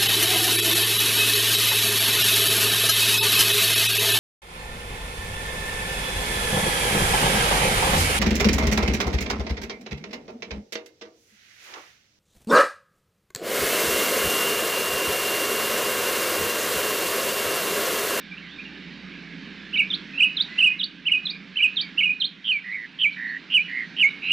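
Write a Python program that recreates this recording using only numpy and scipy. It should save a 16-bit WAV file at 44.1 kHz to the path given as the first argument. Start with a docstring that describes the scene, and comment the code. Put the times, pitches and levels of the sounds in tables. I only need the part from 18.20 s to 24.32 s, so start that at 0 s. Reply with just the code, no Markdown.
"""A leafy hiss and a low murmur of air fill a bamboo grove, with a thin insect tone, a hum and faint far birds.
A near songbird sings six two-note phrases (a warble, then a quick dip and rise), with one dry snap
in the first. It goes on to five trilled falling slurs, the first three each answered by a low buzz.
Every bird note is a near-pure tone modulated in frequency and amplitude; fast modulation makes the
trills and buzzes. The stems scatter each note into early echoes and a diffuse reverberant tail."""
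import sys
import numpy as np
from scipy import signal
from scipy.fft import rfft, irfft, next_fast_len
from scipy.io import wavfile
from scipy.ndimage import uniform_filter1d, map_coordinates

SR = 44100
rng = np.random.default_rng(int(sys.argv[2]) if len(sys.argv) > 2 else 0)


def to_wav(s):
    """Save 16-bit WAV."""
    ch = np.atleast_2d(s).T  # columns
    pcm = np.round(np.clip(ch, -1, 1) * 32767)  # PCM
    wavfile.write(sys.argv[1], SR, pcm.astype(np.int16))


N = 269892
T = np.arange(N) / SR
RELEASE_S, RELEASE_DB = 0.017, -16  # the dying end of a warble or slur


def amp(db):
    """Decibels as an amplitude ratio."""
    return 10 ** (np.asarray(db) / 20)


def unit(x):
    """Normalisation to rms 1."""
    return x / np.sqrt(np.mean(x ** 2) + 1e-20)


def along(points, hz):
    """Interpolation of (Hz, value) points on a logarithmic frequency axis."""
    point_hz, values = np.transpose(points)
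    return np.interp(np.log(hz + 1), np.log(point_hz + 1), values)


def curves(rows, t=T):
    """Linear interpolation, at the times t, of each column after the first, which is time."""
    times, *columns = np.transpose(rows)
    return [np.interp(t, times, column) for column in columns]


def wobble(rate, t=T, knots=8192):
    """Smooth random modulation: a spline through rate random knots a second."""
    return map_coordinates(rng.standard_normal(knots), [t * rate], mode="wrap")


def filtered(x, response):
    """Linear filtering: the spectrum of x is multiplied by a frequency response."""
    size = next_fast_len(N + SR // 2)
    return irfft(rfft(x, size) * response(np.fft.rfftfreq(size, 1 / SR)), size)[..., :N]


def add(track, start_s, sound):
    """Superposition: the sound adds to the track from start_s on."""
    start = max(round(start_s * SR), 0)
    part = sound[:max(N - start, 0)]
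    track[start:start + len(part)] += part


def sine(hz):
    """A tone of rms 1 whose phase is the integral of its frequency."""
    return np.sqrt(2) * np.sin(2 * np.pi * np.cumsum(hz) / SR)


def rush(spectrum, patchy_db):
    """Coloured noise of rms 1, its gain varying in patches of time and frequency."""
    bins = signal.stft(rng.standard_normal(N), nperseg=1024)[2]
    patches = uniform_filter1d(rng.standard_normal(bins.shape), size=5, axis=0)
    patches = uniform_filter1d(patches, size=8, axis=1)
    noise = signal.istft(bins * amp(patchy_db * unit(patches)), nperseg=1024)[1][:N]
    return unit(filtered(noise, lambda hz: amp(along(spectrum, hz))))


def air_murmur(air_db):
    """Moving air gives low-frequency noise, strongest from 170 to 200 Hz."""
    # Each row: frequency in Hz, relative spectral density in dB.
    spectrum = [(25, -27), (60, -29.5), (105, -36), (135, -18), (170, 0), (200, 0), (225, -10), (260, -4),
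                (340, -12.5), (450, -19.5), (700, -34.5), (1500, -72)]
    return amp(air_db + 0.46) * rush(spectrum, patchy_db=0.5)


def leaf_hiss():
    """Leaves give broadband noise under a slowly changing envelope."""
    # Each row: time in seconds, relative level in dB.
    levels = [(0.0, -61), (1.86, -59), (2.07, -60), (2.39, -56.5), (2.66, -65), (3.78, -61), (4.0, -67),
              (5.75, -60.5)]
    # Each row: frequency in Hz, relative spectral density in dB.
    spectrum = [(200, -38), (500, -16), (800, -14), (1300, -9), (1500, -4.5), (1630, 0), (1800, -2.5),
                (2300, -0.5), (3200, -5.5), (4200, -10), (5500, -20), (7000, -32.5), (9000, -47.5),
                (10000, -58)]
    return amp(curves(levels)[0] + 15.5) * rush(spectrum, patchy_db=2)


def insect(hz=3740):
    """Random frequency modulation spreads an insect's wavering tone into a narrow band."""
    # Each row: time in seconds, relative level in dB.
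    levels = [(0, -61.5), (.4, -60.5), (1.4, -60.5), (2.2, -69), (6.1, -63.5)]
    envelope = amp(curves(levels)[0] + 3.5 * wobble(5.2))
    return envelope * sine(hz + 22 * wobble(120) + 15 * wobble(2.1))


def hum(air_db, hz=63.4, fade_db_per_s=1.34):
    """A faint low sinusoid follows the level of the air, times an exponential decay."""
    return amp(air_db - 18 - fade_db_per_s * T) * sine(hz + .2 * wobble(3.3))


def background():
    """Four continuous sources superpose; the murmur and the hum share an envelope."""
    # Each row: time in seconds, relative level in dB.
    air_levels = [(0.0, -48), (0.52, -43.5), (1.64, -43.5), (2.79, -48.5), (3.74, -47.5), (4.29, -53.5),
                  (6.0, -46)]
    air_db, = curves(air_levels)
    return air_murmur(air_db) + leaf_hiss() + insect() + hum(air_db)


def whistle(points, jitter, swing_hz=0, trill_rate=100, pulsing=0, flutter_db=2, rasp_db=-42, fade=.005):
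    """A bird's note is a tone modulated in frequency and amplitude. Returns its start time and sound."""
    # Each point: time in seconds, pitch in Hz, level in dB and, optionally, trill depth from 0 to 1.
    t = np.arange(points[0][0] - fade, points[-1][0] + fade, 1 / SR)
    age = t - t[0]
    hz, db, *trill = curves(points, t)
    depth = trill[0] if trill else 1
    beat_hz = trill_rate * (1 + .24 * wobble(200, age, knots=512))
    beat = 2 * np.pi * np.cumsum(beat_hz) / SR
    # each beat of a trill is a short upward sweep, loudest in its middle
    sweep = -swing_hz * depth * (np.sin(beat) + 0.45 * np.sin(2 * beat))
    pulse = 1 - np.clip(pulsing * depth, 0, 1) * np.cos(beat)
    glide = uniform_filter1d(hz, size=220) * (1 + jitter * wobble(393.9, age, knots=512))
    ramp = np.clip(np.minimum(age, t[-1] - t) / (1.6 * fade), 0, 1)
    rasp = amp(rasp_db) * rng.standard_normal(SR // 2)[:len(t)]
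    envelope = amp(db + flutter_db * wobble(170, age, knots=512)) * np.sin(np.pi / 2 * ramp) ** 2
    return t[0], envelope * pulse * (sine(glide + sweep) + rasp)


def grove(stems_db, stems_t60, tail_db, echoes_per_s=450):
    """An impulse response: the direct path, sparse echoes off near stems and the grove's diffuse tail."""
    # Each row: frequency in Hz, reverberation time (to fall 60 dB) in seconds.
    decay_times = [(1500, 0.17), (2500, 0.53), (4200, 0.24), (9000, 0.77)]
    hz, t, bins = signal.stft(rng.standard_normal(SR // 2), SR, nperseg=256)
    decay = amp(-60 * t / along(decay_times, hz)[:, None])
    tail = signal.istft(bins * decay, SR, nperseg=256)[1]
    t = np.arange(len(tail)) / SR
    tail *= 1 - np.exp(-t / 0.024)  # the diffuse field takes time to build
    polarity = rng.choice([-1, 1], len(t))
    arrivals = (rng.random(len(t)) < echoes_per_s / SR) * (t > .003)
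    stems = polarity * arrivals * amp(-60 * t / stems_t60)
    response = amp(stems_db) * stems / np.linalg.norm(stems) + amp(tail_db) * tail / np.linalg.norm(tail)
    response[0] += 1  # direct sound
    return response


def scatter(notes, stems_db, stems_t60, tail_db):
    """Multipath propagation: the bird turns its head, so each note is convolved with new paths."""
    track = np.zeros(N)
    for start, note in notes:
        add(track, start, signal.fftconvolve(note, grove(stems_db, stems_t60, tail_db)))
    return track


def far_birds():
    """Short glides from deep in the grove arrive faint, with echoes nearly as strong as the direct sound."""
    # Each row: start and length in seconds, first and last pitch in Hz, relative level in dB.
    calls = [ (0.115, 0.021, 2310, 2470, -39), (0.171, 0.016, 2517, 2980, -40.5),
             (0.219, .045, 2290, 1934, -46.5), (0.267, 0.082, 2910, 3820, -49.5),
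             (0.387, 0.019, 2300, 2606, -38.5), (0.453, .026, 2783, 2690, -44),
             (1.937, 0.031, 2560, 2665, -39.5), (2.281, 0.12, 1958, 2094, -45.5),
             (2.512, .07, 2010, 2210, -45.5), (3.111, 0.056, 2393, 2383, -38.5),
             (3.615, .06, 2408, 2130, -41), (4.323, 0.019, 4230, 4435, -48.5),
             (4.507, 0.018, 4450, 3790, -54), (4.926, 0.03, 4400, 3680, -54),
             (5.078, .035, 4110, 4400, -51.5), (5.886, .03, 3760, 3790, -48.5),
             (6.038, 0.046, 3860, 4070, -46.5), ]
    notes = [whistle([(start, from_hz, db), (start + length, to_hz, db)], jitter=0.023, fade=0.0073)
             for start, length, from_hz, to_hz, db in calls]
    return amp(-0.5) * scatter(notes, stems_db=-3, stems_t60=0.18, tail_db=-16.5)


def rounded(points, roundness=0.59):
    """Eased interpolation: the pitch slows into each turning point, the other values run straight."""
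    times, hz, *others = np.transpose(points)
    t = np.linspace(times[0], times[-1], 200)
    index = np.arange(len(times))
    step = np.interp(t, times, index)
    arc = step - roundness * np.sin(2 * np.pi * step) / (2 * np.pi)
    return np.transpose([t, np.interp(arc, index, hz)] + [np.interp(t, times, c) for c in others])


def warbles():
    """Slow frequency modulation: two crests with a softer trough between, then a held tone."""
    # Each row: first crest and crest spacing in seconds, trough and held pitch in Hz, hold in seconds,
    # relative levels of first crest, second crest and held tone in dB.
    rows = [ (1.548, .044, 2210, 2233, 0.0062, -23, -16, -15),
            (1.996, 0.039, 2362, 2530, 0.027, -17.5, -7, -23),
            (2.397, .054, 2510, 2492, 0.05, -18, -9, -18.5),
            (2.873, 0.052, 2183, 2495, .042, -21, -15.5, -20.5),
            (3.377, .054, 2293, 2491, 0.019, -20.5, -13.5, -17),
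            (3.794, 0.049, 2155, 2467, 0.066, -17, -15.5, -21.5), ]
    notes = []
    for crest, period, trough_hz, held_hz, hold, first_db, second_db, held_db in rows:
        settled = crest + period + .02
        contour = rounded([(crest - .017, 2635, first_db - 7.5),
                           (crest, 3090, first_db),
                           (crest + 0.47 * period, trough_hz, first_db - 4.5),
                           (crest + period, 2940, second_db),
                           (settled, held_hz, held_db),
                           (settled + hold, held_hz, held_db - 4.5),
                           (settled + hold + RELEASE_S, 2570, held_db + RELEASE_DB)])
        notes.append(whistle(contour, jitter=0.0088, flutter_db=4, rasp_db=-43.5))
    return notes


def snap(t60=0.026, attack_s=.0004):
    """One damped mode, decaying exponentially, is heard as a small dry tick."""
    # Each row: start in seconds, pitch in Hz, relative level in dB.
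    ticks = [(1.5745, 3750, -22)]
    track, t = np.zeros(N), np.arange(SR // 20) / SR
    for start, hz, db in ticks:
        envelope = amp(db - 60 * t / t60) * (1 - np.exp(-t / attack_s))
        add(track, start, envelope * np.sin(2 * np.pi * hz * t))
    return track


def dips():
    """A down-chirp joins an up-chirp: each is loudest halfway, and the voice thins at the turn."""
    # Each row: time of the turn, fall and rise in seconds, start, bottom and top pitch in Hz,
    # relative level and its change at the turn in dB.
    rows = [ (1.728, .024, 0.026, 3736, 2990, 4504, -17, -21),
            (2.192, .023, 0.034, 3950, 3013, 4610, -14.5, -10.5),
            (2.622, .03, 0.024, 3970, 2775, 4610, -16.5, -22),
            (3.084, .03, 0.029, 4150, 3150, 4910, -20, -23.5),
            (3.591, .03, .033, 4127, 2995, 4990, -18.5, -4.5),
            (4.029, .027, 0.035, 4230, 2834, 4560, -19.5, -5), ]
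    notes = []
    for turn, fall, rise, start_hz, bottom_hz, top_hz, db, turn_db in rows:
        contour = [(turn - fall, start_hz, db - 9),
                   (turn - fall / 2, bottom_hz + 0.53 * (start_hz - bottom_hz), db),
                   (turn, bottom_hz, db + turn_db),
                   (turn + rise / 2, bottom_hz + .42 * (top_hz - bottom_hz), db),
                   (turn + rise, top_hz, db - 10)]
        notes.append(whistle(contour, jitter=0.02, flutter_db=4, rasp_db=-44, fade=0.0025))
    return notes


def slurs(trill_start_db=-36.5, trill_end_db=-22, clear_s=0.013, clear_depth=0.067):
    """A swelling trill loses modulation depth and clears into a near-pure tone that slides down."""
    # Each row: time of the top note, trill, fall and hold in seconds, trill, top, low and end pitch
    # in Hz, relative levels of the top and low notes in dB.
    rows = [ (4.301, 0.056, 0.027, 0.049, 3150, 3057, 2476, 2282, -18.5, -23),
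            (4.833, 0.044, 0.024, .027, 3085, 3074, 2252, 2350, -21.5, -15.5),
            (5.355, .053, .036, .018, 2873, 2973, 2320, 2465, -12, -17),
            (5.815, 0.048, 0.028, .034, 2880, 2960, 2140, 2262, -16, -13.5),
            (6.12, 0.098, 0.025, .03, 2553, 2887, 2250, 2250, -14.5, -15), ]
    notes = []
    for top, trill, fall, hold, trill_hz, top_hz, low_hz, end_hz, top_db, low_db in rows:
        low = top + fall
        contour = rounded([(top - trill, trill_hz, trill_start_db, 1),
                           (top - clear_s, (trill_hz + top_hz) / 2, trill_end_db, 1),
                           (top - clear_s / 2, top_hz, (trill_end_db + top_db) / 2, 2 * clear_depth),
                           (top, top_hz, top_db, clear_depth),
                           (low, low_hz, low_db, clear_depth),
                           (low + hold, end_hz, low_db - 6, clear_depth),
                           (low + hold + RELEASE_S, end_hz, low_db + RELEASE_DB, .5)])
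        notes.append(whistle(contour, swing_hz=290, trill_rate=95, pulsing=0.7,
                             jitter=.012, flutter_db=-1.5, rasp_db=-43))
    return notes


def buzzes(attack_s=0.017, accent_s=.028, hz_per_db=30):
    """Deep, fast modulation is heard as roughness; at one accent, effort lifts pitch and level together."""
    # Each row: start and length in seconds, pitch in Hz, relative level in dB,
    # time of the accent in seconds, its gain in dB.
    rows = [ (4.435, 0.22, 1958, -35, 4.545, 8.5), (4.965, 0.2087, 1860, -31, 5.065, 2),
            (5.483, 0.16, 1956, -31, 5.58, 4.5), ]
    notes = []
    for start, length, hz, db, accent, accent_db in rows:
        t = start + np.linspace(0, length, 40)
        effort_db = accent_db * np.exp(-((t - accent) / accent_s) ** 2)
        swell_db = -8 * np.exp(-(t - start) / attack_s)
        contour = np.transpose([t, hz + hz_per_db * effort_db, db + effort_db + swell_db])
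        notes.append(whistle(contour, swing_hz=121, trill_rate=115, pulsing=0.77,
                             jitter=0.025, flutter_db=1.1, rasp_db=-49.5))
    return notes


def near_bird():
    """Close to the singer the direct sound dominates; each kind of note has its own share of echo."""
    warble_notes, dip_notes, slur_notes, buzz_notes = warbles(), dips(), slurs(), buzzes()
    return (amp(-0.5) * scatter(warble_notes, stems_db=-8.5, stems_t60=0.17, tail_db=-18)
            + amp(-2.5) * scatter(dip_notes, stems_db=-8.5, stems_t60=0.13, tail_db=-14)
            + amp(0.36) * scatter(slur_notes, stems_db=-8.5, stems_t60=0.059, tail_db=-16)
            + amp(-2.5) * scatter(buzz_notes, stems_db=-6.5, stems_t60=0.05, tail_db=-28.5))


def scene():
    """All sources superpose at one point; a level difference between channels places them to the right."""
    return (near_bird() + far_birds() + snap() + background()) * amp([[-2.5], [2]])


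def record(dry, limit_db=-12, ceiling=0.67, hardness=2.73, lopsided=0.051, top_hz=9600):
    """A fast limiter flattens the loudest notes, the input stage saturates, and a steep low-pass follows."""
    power = np.abs(uniform_filter1d(np.mean(dry ** 2, axis=0), size=90))
    limited = dry / np.sqrt(np.hypot(1, power / amp(limit_db) ** 2))
    saturated = limited / (1 + np.abs(limited / ceiling) ** hardness) ** (1 / hardness)
    even_harmonics = lopsided * saturated ** 2
    return filtered(saturated + even_harmonics, lambda hz: hz < top_hz)


dry = scene()
out = record(dry)
to_wav(out)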